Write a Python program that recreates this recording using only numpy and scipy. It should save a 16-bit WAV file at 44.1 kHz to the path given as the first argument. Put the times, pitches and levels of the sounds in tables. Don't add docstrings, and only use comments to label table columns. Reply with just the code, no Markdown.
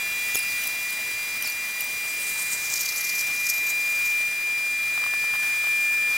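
import sys
import numpy as np
from scipy import signal
from scipy.fft import rfft, irfft
from scipy.io import wavfile
from scipy.ndimage import uniform_filter1d

SR = 44100
rng = np.random.default_rng(int(sys.argv[2]) if len(sys.argv) > 2 else 0)


def generate_wav(signal):
    frames = np.transpose(np.atleast_2d(signal))
    scaled = np.clip(frames, -1, 1) * 32767
    pcm = np.round(scaled).astype(np.int16)
    wavfile.write(sys.argv[1], SR, pcm)


def field_ratio(decibels):
    return 10 ** (np.asarray(decibels, dtype=float) / 20)


N = 272097

# (t/s, level/dB)
WHISTLE_LEVEL = [(0.0, -29), (0.57, -28.5), (0.62, -30), (1.67, -31), (2.32, -30.5), (2.97, -31),
                 (3.16, -27.5), (4.16, -24), (4.38, -26.5), (4.47, -25.5), (4.71, -26), (5.62, -24.5),
                 (5.7, -23), (6.17, -23.5)]
# (t/s, f/Hz, left-right level/dB)
WHISTLE_PITCH = [(0, 2399.9, 1.0), (1.5, 2399.7, .9), (3.0, 2400.1, 1.0), (3.5, 2400.6, 1.4),
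                 (6.17, 2401, 1.3)]
# (t/s, depth/dB)
FALTERS = [(.955, 1.5), (1.262, 1.5), (1.72, 1.5), (1.86, 1), (2.56, 1.5), (2.82, 1), (3.01, 1), (3.125, 0),
           (3.36, 1.5), (3.48, 1), (3.7, 1.5), (3.83, 1), (3.94, 0.5), (4.295, 3), (4.35, 2.5), (4.41, 2),
           (4.6, 1), (4.77, 1), (4.915, 1), (5.35, 1.5), (5.55, 1), (5.63, 1.5)]
# (t/s, f/Hz)
FLUTTER_RATE = [(0, 328), (.7, 328.6), (1.25, 327.1), (2.25, 327.5), (3.25, 327.5), (4.25, 326.2),
                (4.75, 326.3), (5.25, 324.8), (6.17, 323)]
# (t/s, level/dB)
LOCK = [(0, 7), (.3, 1), (1.3, 1.5), (1.9, -1), (2.5, 5), (2.9, 0), (4.3, 5.5), (4.8, 4.5), (5.1, 8.5),
        (5.45, 12.5), (5.72, 9.5), (6.05, 12.5)]
# (whistle multiple, flutter multiple, start level/dB, middle level/dB, end level/dB)
COMBINATION_TONES = [(0, 2, -62.5, -62.5, -60.5), (0, 3, -64, -66, -64), (0, 4, -62, -61, -55.5),
                     (0, 12, -47.5, -50, -54.5), (0, 18, -50, -49, -60), (0, 24, -56, -58, -53),
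                     (0, 30, -67, -55, -61), (1, -1, -50, -46.5, -55), (1, 1, -45.5, -51.5, -57.5),
                     (1, 2, -60, -61, -56.5), (1, 3, -48, -58.5, -50.5), (2, -1, -57, -60, -67),
                     (2, 1, -57, -57, -62), (3, 0, -50, -58, -59), (4, 0, -58, -66, -57)]
# (t/s, level/dB, gap resonance f/Hz, upper resonance relative level/dB, its f/Hz)
TURNED_JET = [(1.9, -38, 7500, -6, 11500), (2.17, -41.5, 8350, -5, 11600), (2.45, -39, 8400, -13, 12100),
              (2.71, -37.5, 6440, -11, 13600), (2.95, -39, 5840, -2, 11700), (3.27, -44, 6000, -5, 12000),
              (3.42, -38, 6000, -2, 11300), (3.58, -40.5, 6500, 1, 12600), (3.75, -44.5, 7140, -1, 13300),
              (4.35, -45, 6530, -6, 14000)]
# (t/s, peak level/dB, upper resonance relative level/dB, length/s, gap f/Hz)
PUFFS = [(2.225, -40, -6, .012, 8500), (2.294, -38, 3, 0.0092, 8800), (2.338, -32, -17, .01, 8600),
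         (2.39, -31, -12, 0.022, 7600), (2.413, -33, -8, 0.022, 8800), (2.498, -36, -15, .012, 7500),
         (2.519, -24, -18, .023, 7600), (2.536, -34, -20, .022, 7800), (2.645, -42, -26, .03, 6500),
         (2.721, -35, -12, .01, 7000), (2.737, -19, -16, 0.0097, 6340), (2.759, -24, -16, .011, 5900),
         (2.774, -26, -14, .012, 6200), (2.796, -28, -7, 0.012, 6800), (2.809, -20, -8, 0.012, 5930),
         (2.856, -25.5, -11, 0.013, 5670), (2.888, -26, -12, .012, 4970), (2.96, -36, -2, .01, 5200),
         (2.973, -29, -8, .022, 7400), (3.007, -29, 1, 0.015, 6000), (3.046, -30, -10, .014, 6800),
         (3.063, -34, -12, 0.018, 4900), (2.83, -32, -12, .012, 5200), (2.922, -33, -10, .012, 4800),
         (3.091, -26, -7, .015, 4970), (3.152, -32, -8, .012, 5200), (3.177, -30.5, -4, .028, 6200),
         (3.202, -29.5, -1, .018, 5900), (3.464, -24, -8, 0.013, 6200), (3.487, -29, -16, 0.012, 6500),
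         (3.498, -21.5, 1, 0.0092, 6400), (3.5, -31, -10, .023, 6300), (3.666, -32, -3, .01, 7000),
         (3.688, -29, -1, 0.026, 7000), (4.045, -34.5, -4, 0.043, 6100), (4.092, -37, -9, 0.022, 6500)]
# (t/s, f/Hz)
SLIP_RATES = [
    [(.31, 2950), (.316, 2300), (.343, 2950), (.348, 3450), (.354, 3470), (.3575, 2900), (.361, 2700),
     (.367, 2550), (.374, 2650)],
    [(.387, 2780), (.395, 2330), (.402, 2500), (.41, 2400), (.424, 2500), (.433, 2330), (.444, 2520),
     (.452, 2620), (.456, 2350)],
    [(.459, 2680), (.466, 2420), (.483, 2520), (.495, 2330), (.503, 2450), (.51, 2360), (.518, 2150)],
    [(.632, 3060), (.641, 2950), (.65, 2330), (.666, 2350), (.672, 2620), (.682, 2560)],
    [(.82, 2500), (.835, 2380), (.884, 2350), (.895, 2170), (.905, 2170), (.923, 2620), (.936, 2480)],
    [(1.422, 3200), (1.428, 2830), (1.444, 2720), (1.455, 2560), (1.461, 2250), (1.4625, 2520),
     (1.468, 2220), (1.473, 2200)],
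    [(1.478, 2800), (1.481, 2800), (1.486, 2260), (1.491, 2150), (1.494, 2460), (1.5, 2300), (1.511, 2200),
     (1.52, 2520), (1.524, 3000)],
    [(1.806, 2900), (1.812, 2450), (1.818, 2200), (1.825, 2630), (1.84, 2140), (1.852, 2300)],
]
# (t/s, length/s, level/dB, loudest region f/Hz)
SQUEAKS = [(.343, 0.017, -25.5, 7200), (.344, 0.0074, -25, 11500), (0.352, 0.0076, -21.5, 12000),
           (0.361, 0.021, -27, 11100), (0.384, 0.014, -25, 9900), (0.4, 0.0073, -29, 4900),
           (0.478, .018, -37, 4900), (.5, .022, -37, 4500), (0.439, 0.021, -41, 5070),
           (0.356, .017, -35, 5300), (0.309, 0.011, -39, 5600), (1.457, .013, -38, 4700),
           (1.493, 0.018, -43, 4600), (1.512, .01, -42, 4800), (1.48, .011, -38, 4900),
           (.412, .02, -40, 4900), (.459, .009, -37, 5000), (.49, .008, -39, 4700), (.344, .006, -39, 3200),
           (.354, .007, -34, 3000), (.366, .007, -38, 5200), (1.43, .005, -35, 5500),
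           (0.426, 0.012, -32.5, 9600), (.633, .016, -35, 5600), (.634, 0.0085, -27, 12000),
           (0.667, 0.013, -25, 12700), (.824, .012, -36, 14300), (0.873, .04, -39, 4500),
           (0.427, 0.055, -40, 2600), (1.441, 0.045, -37, 2700), (1.811, 0.028, -43, 2700),
           (0.9, 0.011, -32, 12500), (0.923, 0.01, -30, 9900), (1.422, 0.0055, -22.5, 11100),
           (1.424, 0.0037, -33, 6100), (1.442, 0.017, -32, 5200), (1.449, 0.023, -36, 7600),
           (1.47, 0.011, -27, 12500), (1.474, 0.008, -36, 5400), (1.496, 0.0066, -26.5, 13800),
           (1.521, 0.006, -32.5, 6000), (1.804, 0.0068, -21, 12700), (1.811, 0.0054, -26, 14300),
           (1.818, 0.0065, -30, 7500), (1.84, .012, -31, 14000)]
# (t/s, length/s, level/dB, loudest region f/Hz)
RUBS = [
    (.339, 0.064, -39, 3000),
    (.397, .125, -44, 4700),
    (0.615, 0.054, -43, 3000),
    (1.437, 0.082, -37, 4700),
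    (1.479, .05, -46, 4500),
    (1.802, 0.029, -44, 4600),
]
# (t/s, peak level/dB, f/Hz, left-right level/dB)
TICKS = [(.346, -26, 650, 0), (0.354, -15, 1340, 0), (1.446, -24, 850, 0), (1.807, -28, 1240, 0),
         (4.951, -22, 1700, 3), (4.975, -10, 1500, 1), (5, -18, 1400, 3), (5.016, -19, 1350, -3),
         (5.037, -10, 1600, 4), (5.028, -19, 1400, 3), (5.062, -12.5, 1200, 0), (5.135, -10.5, 1400, -3),
         (5.238, -20, 1000, 0), (5.336, -10, 1500, 4), (5.347, -18.5, 950, -1), (5.353, -10.5, 1700, 1),
         (5.432, -11.5, 1600, -2), (5.443, -15, 1800, 0), (5.508, -24, 1200, 1), (5.6375, -17, 1100, 0),
         (5.641, -11.5, 1400, 0), (5.6685, -10.5, 1600, 0)]
# (t/s, peak level/dB, f/Hz, left-right level/dB)
KNOCKS = [(0.346, -25, 430, 0), (0.344, -33, 110, -1), (0.353, -22.5, 400, 0), (.351, -33, 130, 0),
          (.3535, -10, 3050, 0), (.346, -20, 3200, 0), (.367, -22, 4500, -2), (.635, -32, 3500, 0),
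          (1.423, -31, 4000, 0), (1.806, -32, 5000, 2), (2.3, -30, 3200, 0), (2.346, -15, 2900, 3),
          (2.356, -18, 3300, 0), (2.32, -20, 2800, 0), (2.375, -20, 3000, 0), (2.41, -21, 2800, 0),
          (2.388, -21, 1300, -2), (2.53, -20, 3100, 0), (2.735, -19, 6500, 0), (2.976, -18, 7500, 0),
          (3.4955, -16, 6500, 0), (3.498, -14, 9000, 0), (1.088, -29, 400, 0), (1.088, -24, 3000, 0),
          (1.112, -32, 400, 0), (1.112, -24, 1200, 0), (1.13, -40, 90, 0), (5.641, -22, 3000, 0),
          (4.975, -25, 2900, -3), (5.037, -17, 3000, -3), (5.062, -18, 3300, 3), (5.325, -30, 250, 0),
          (5.324, -36, 95, -4), (5.353, -20, 3300, 0), (3.668, -20, 3200, 0), (3.7, -22, 3000, 0)]
# (f/Hz, level/dB per Hz)
HISS_SPECTRUM = [(20, -5.5), (100, -6), (600, -6), (1200, -3), (1800, 0), (2150, 4), (2350, 2), (2520, -2),
                 (3500, -2), (6000, -2), (10000, -1.5), (13500, -4), (16000, -1)]
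# (t/s, level/dB)
FLOW = [(0, 1.5), (.43, 3.5), (1.12, 1.5), (2.08, 2), (2.63, 2), (3.2, 2), (3.56, 0), (4.0, 1.5), (4.19, 1),
        (4.42, -2), (4.86, -1.5), (5.5, 1), (6.17, 0)]
# (f/Hz, left-right likeness)
COHERENCE = [(60, 0.89), (550, 0.79), (1200, 0.94), (2400, 0.74), (5000, 0.52), (15000, 0.61)]
# (f/Hz, left-right level/dB)
BALANCE = [(60, -1.5), (240, -0.5), (950, -0.5), (3770, -1), (15000, -2.5)]
# (t/s, hiss share 0-1, whistle band share 0-1)
STEREO_SHARE = [(0, .05, .08), (3.15, .04, .05), (3.3, .08, .8), (3.8, .2, .85), (4.15, .5, .9),
                (4.25, .97, .95), (6.17, .97, 1)]

TOOL_FROM_S = 4.9


def evened(x):
    return x / np.sqrt(np.mean(x ** 2) + 1e-20)


def read(points, hz):
    f, value = np.transpose(points)
    return np.interp(np.log(hz + 1), np.log(f + 1), value)


def columns(rows, t):
    s, *rest = np.transpose(rows)
    return [np.interp(t, s, c) for c in rest]


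def wander(hz):
    z = rfft(rng.standard_normal(N))
    lowpass = 1 + (np.fft.rfftfreq(N, 1 / SR) / hz) ** 2
    return evened(irfft(z / lowpass, N))


def panned(x, db):
    return np.array([x * field_ratio(db / 2), x * field_ratio(-db / 2)])


def add(mix, s, sound):
    part = mix[..., round(s * SR):][..., :sound.shape[-1]]
    part += sound[..., :part.shape[-1]]


def resonate(x, hz, width_hz):
    turn = np.exp(2j * np.pi * np.cumsum(hz) / SR)
    r = np.exp(-np.pi * width_hz / SR)
    smooth = signal.lfilter([(1 - r) ** 2], [1, -2 * r, r * r], x / turn)
    return (turn * smooth).real


def whistle():
    t = np.arange(N) / SR
    level_db, = columns(WHISTLE_LEVEL, t)
    hz, side_db = columns(WHISTLE_PITCH, t)
    flutter_hz, = columns(FLUTTER_RATE, t)
    lock_db, = columns(LOCK, t)
    note = 2 * np.pi * np.cumsum(hz + 0.44 * wander(hz=6.5)) / SR
    flutter = 2 * np.pi * np.cumsum(flutter_hz + 0.598 * wander(hz=26.0)) / SR
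    falter_s = 0.014
    for s, db in FALTERS:
        u = np.arange(6000) / SR / falter_s
        add(level_db, s - falter_s, -db * u * np.exp(1 - u))
    octave_db = -45.5 - 0.4 * t + 1.0 * wander(hz=1.9)
    below_db = -52 + lock_db + 1.3 * wander(hz=7)
    sixth_db = -43.5 - 1.38 * t + 2.3 * wander(hz=44.7) + 2.0 * wander(hz=3.6)
    out = field_ratio(level_db + 0.12 * wander(hz=10.0) + 0.06 * wander(hz=25)) * np.sin(note)
    out += field_ratio(octave_db) * np.sin(2 * note + 1)
    out += field_ratio(below_db) * np.sin(note - 2 * flutter)
    out += field_ratio(sixth_db) * np.sin(6 * flutter)
    for m, n, *db in COMBINATION_TONES:
        tone_db = np.interp(t, [0, t[-1] / 2, t[-1]], db)
        level = field_ratio(tone_db + 1.7 * wander(hz=14.7) + 1.1 * wander(hz=1.5))
        out += level * np.sign(n + .5) * np.sin(round(m) * note + round(n) * flutter)
    return panned(np.sqrt(2) * out, side_db)


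def turned_jet():
    t = np.arange(N) / SR
    level_db, gap_hz, upper_db, upper_hz = columns(TURNED_JET, t)
    inside = np.clip(np.minimum(t - TURNED_JET[0][0], TURNED_JET[-1][0] - t) / 0.3, 1e-4, 1)
    low = inside * field_ratio(level_db - 0.5 + 2.0 * wander(hz=30.4))
    high = field_ratio(upper_db) * low * field_ratio(2.0 * wander(hz=24.8))
    pull = low * gap_hz
    for s, db, octave_db, length, hz in PUFFS:
        u = np.arange(3000) / SR / (.5 * length)
        shape = field_ratio(db - 6.7) * np.exp(-1.2 * (u - 2) ** 2)
        start = s - .002 - .5 * length
        add(low, start, shape)
        add(pull, start, hz * shape)
        add(high, start, field_ratio(octave_db) * shape)
    air = rng.standard_normal((3, N)) * field_ratio(1.8 * wander(hz=600))
    band = signal.butter(4, [3900, 15000], "band", fs=SR, output="sos")
    air = signal.sosfilt(band, air[0] + .25 * air[1:])
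    gap_hz = pull / low * (1 + .05 * wander(hz=120))
    out = []
    for x in air:
        gap = evened(resonate(x, gap_hz, width_hz=3600)) + .55 * evened(x)
        upper = evened(resonate(x, upper_hz, width_hz=3800))
        out.append(low * gap + high * upper)
    return np.array(out)


def squeak(s, length, db, loudest_hz):
    t = np.linspace(0, 1, round(length * SR) + 40)
    drift = uniform_filter1d(rng.standard_normal((2, 6000)), size=90, axis=1)
    sway, grip = drift[:, :len(t)] * np.sqrt(90)
    slip_hz = columns(sum(SLIP_RATES, []), s + length * t)[0] * (1 + (.008 + .08 * length) * sway)
    hz = slip_hz[None] * np.arange(1, 8)[:, None]
    ringing = np.exp(-(np.log(hz / loudest_hz) / .17) ** 2)
    weight = ringing + field_ratio(-9) * np.minimum(loudest_hz / hz, 1) ** 2
    phase = 2 * np.pi * np.cumsum(hz, axis=1) / SR + 6 * rng.random((7, 1))
    tones = weight * (hz < 16500) * np.sin(phase)
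    level = field_ratio(db - 2 + (1.2 + 16 * length) * grip)
    scrape = .27 * np.diff(rng.standard_normal(6000))[:len(t)]
    return level * (evened(tones.sum(0)) + scrape) * signal.windows.tukey(len(t), .7)


def tick(db, hz):
    t = np.arange(1200) / SR
    snap = np.sin(2 * np.pi * hz * t) * hz * t * np.exp(-hz * t / .5)
    band = signal.butter(2, [.5 * hz, 2.2 * hz], "band", fs=SR, output="sos")
    rattle = evened(signal.sosfilt(band, rng.standard_normal((2, 1200)))) * np.exp(-t / 0.0036)
    return field_ratio(db + 2.5) * (snap + field_ratio(-20) * rattle)


def hand_and_tool():
    out = np.zeros((2, N))
    for s, *row in SQUEAKS + RUBS:
        add(out, s, panned(squeak(s, *row), db=-.4))
    for s, db, hz, pan_db in TICKS + KNOCKS:
        left, right = tick(db, hz) * field_ratio(np.clip(pan_db, -4, 4) * np.array([[.5], [-.5]]))
        lag_s = 9 / SR * (s > TOOL_FROM_S)
        add(out[0], s + .002, left)
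        add(out[1], s + .002 + lag_s, right)
    out += field_ratio(-15) * np.roll(out[::-1], round(0.0097 * SR), axis=1)
    return out


def hiss():
    frames, hz = N // 128 + 5, np.fft.rfftfreq(512, 1 / SR)
    a, b, c, d, patches = rng.standard_normal((frames, 257, 5)).T
    patches = evened(uniform_filter1d(uniform_filter1d(patches, size=8, axis=0), size=20, axis=1))
    flicker = evened(uniform_filter1d(rng.standard_normal(frames), size=6))
    t = np.arange(frames) * 128 / SR
    moan = 0.24 * np.exp(-(np.log((hz + 1) / 1550) / 0.24) ** 2)[:, None] * columns(LOCK, t)[0]
    high = np.clip(np.log2((hz + 1) / 2200) / 2.8, 0, 1)[:, None]
    body_share = 0.51
    swell_db = (body_share + (1 - body_share) * high) * columns(FLOW, t)[0] + moan
    same = np.clip(read(COHERENCE, hz), -1, 1)[:, None]
    left = a + 1j * b
    right = same * left + np.sqrt(1 - same ** 2) * (c + 1j * d)
    z = np.array([left, right])
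    z *= field_ratio(read(HISS_SPECTRUM, hz)[:, None] + swell_db + 0.9 * patches + 0.75 * flicker)
    z *= field_ratio(np.array([.5, -.5])[:, None] * read(BALANCE, hz))[:, :, None]
    return field_ratio(-32.5) * evened(signal.istft(z, nperseg=512, noverlap=384)[1][:, :N])


def narrowed(x):
    mid, side = (x[0] + x[1]) / 2, (x[0] - x[1]) / 2
    hz, t, z = signal.stft(side, SR, nperseg=2048)
    hiss_share, whistle_share = columns(STEREO_SHARE, t)
    band = (hz // 600).astype(int)
    luck = np.repeat(rng.random((len(t), band[-1] + 1)), 2, axis=0)[:len(t)].T
    tool = np.array([s for s, *_ in TICKS if s > TOOL_FROM_S])
    ticking = .05 + .9 * (abs(t[:, None] - tool - .012).min(axis=1) < .035)
    air_share = hiss_share * np.where((hz < 3000)[:, None], ticking, 1)
    share = np.where(abs(hz - 2400)[:, None] < 70, whistle_share, air_share)
    always = hz[:, None] < 1150 + 380 * luck[0] + 250 * hiss_share
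    side = signal.istft(z * ((luck[band] < share) | always), SR, nperseg=2048)[1][:N]
    return np.array([mid + side, mid - side])


def scene():
    return whistle() + turned_jet() + hand_and_tool() + hiss()


def roll_off(x):
    return signal.sosfilt(signal.butter(12, 17100, fs=SR, output="sos"), x)


def record(dry):
    edge = signal.firwin(1201, 15820, window=("kaiser", 8), fs=SR)[None]
    limited = signal.oaconvolve(dry, edge, "same", axes=1)
    return roll_off(narrowed(limited))


dry = scene()
out = record(dry)
generate_wav(out)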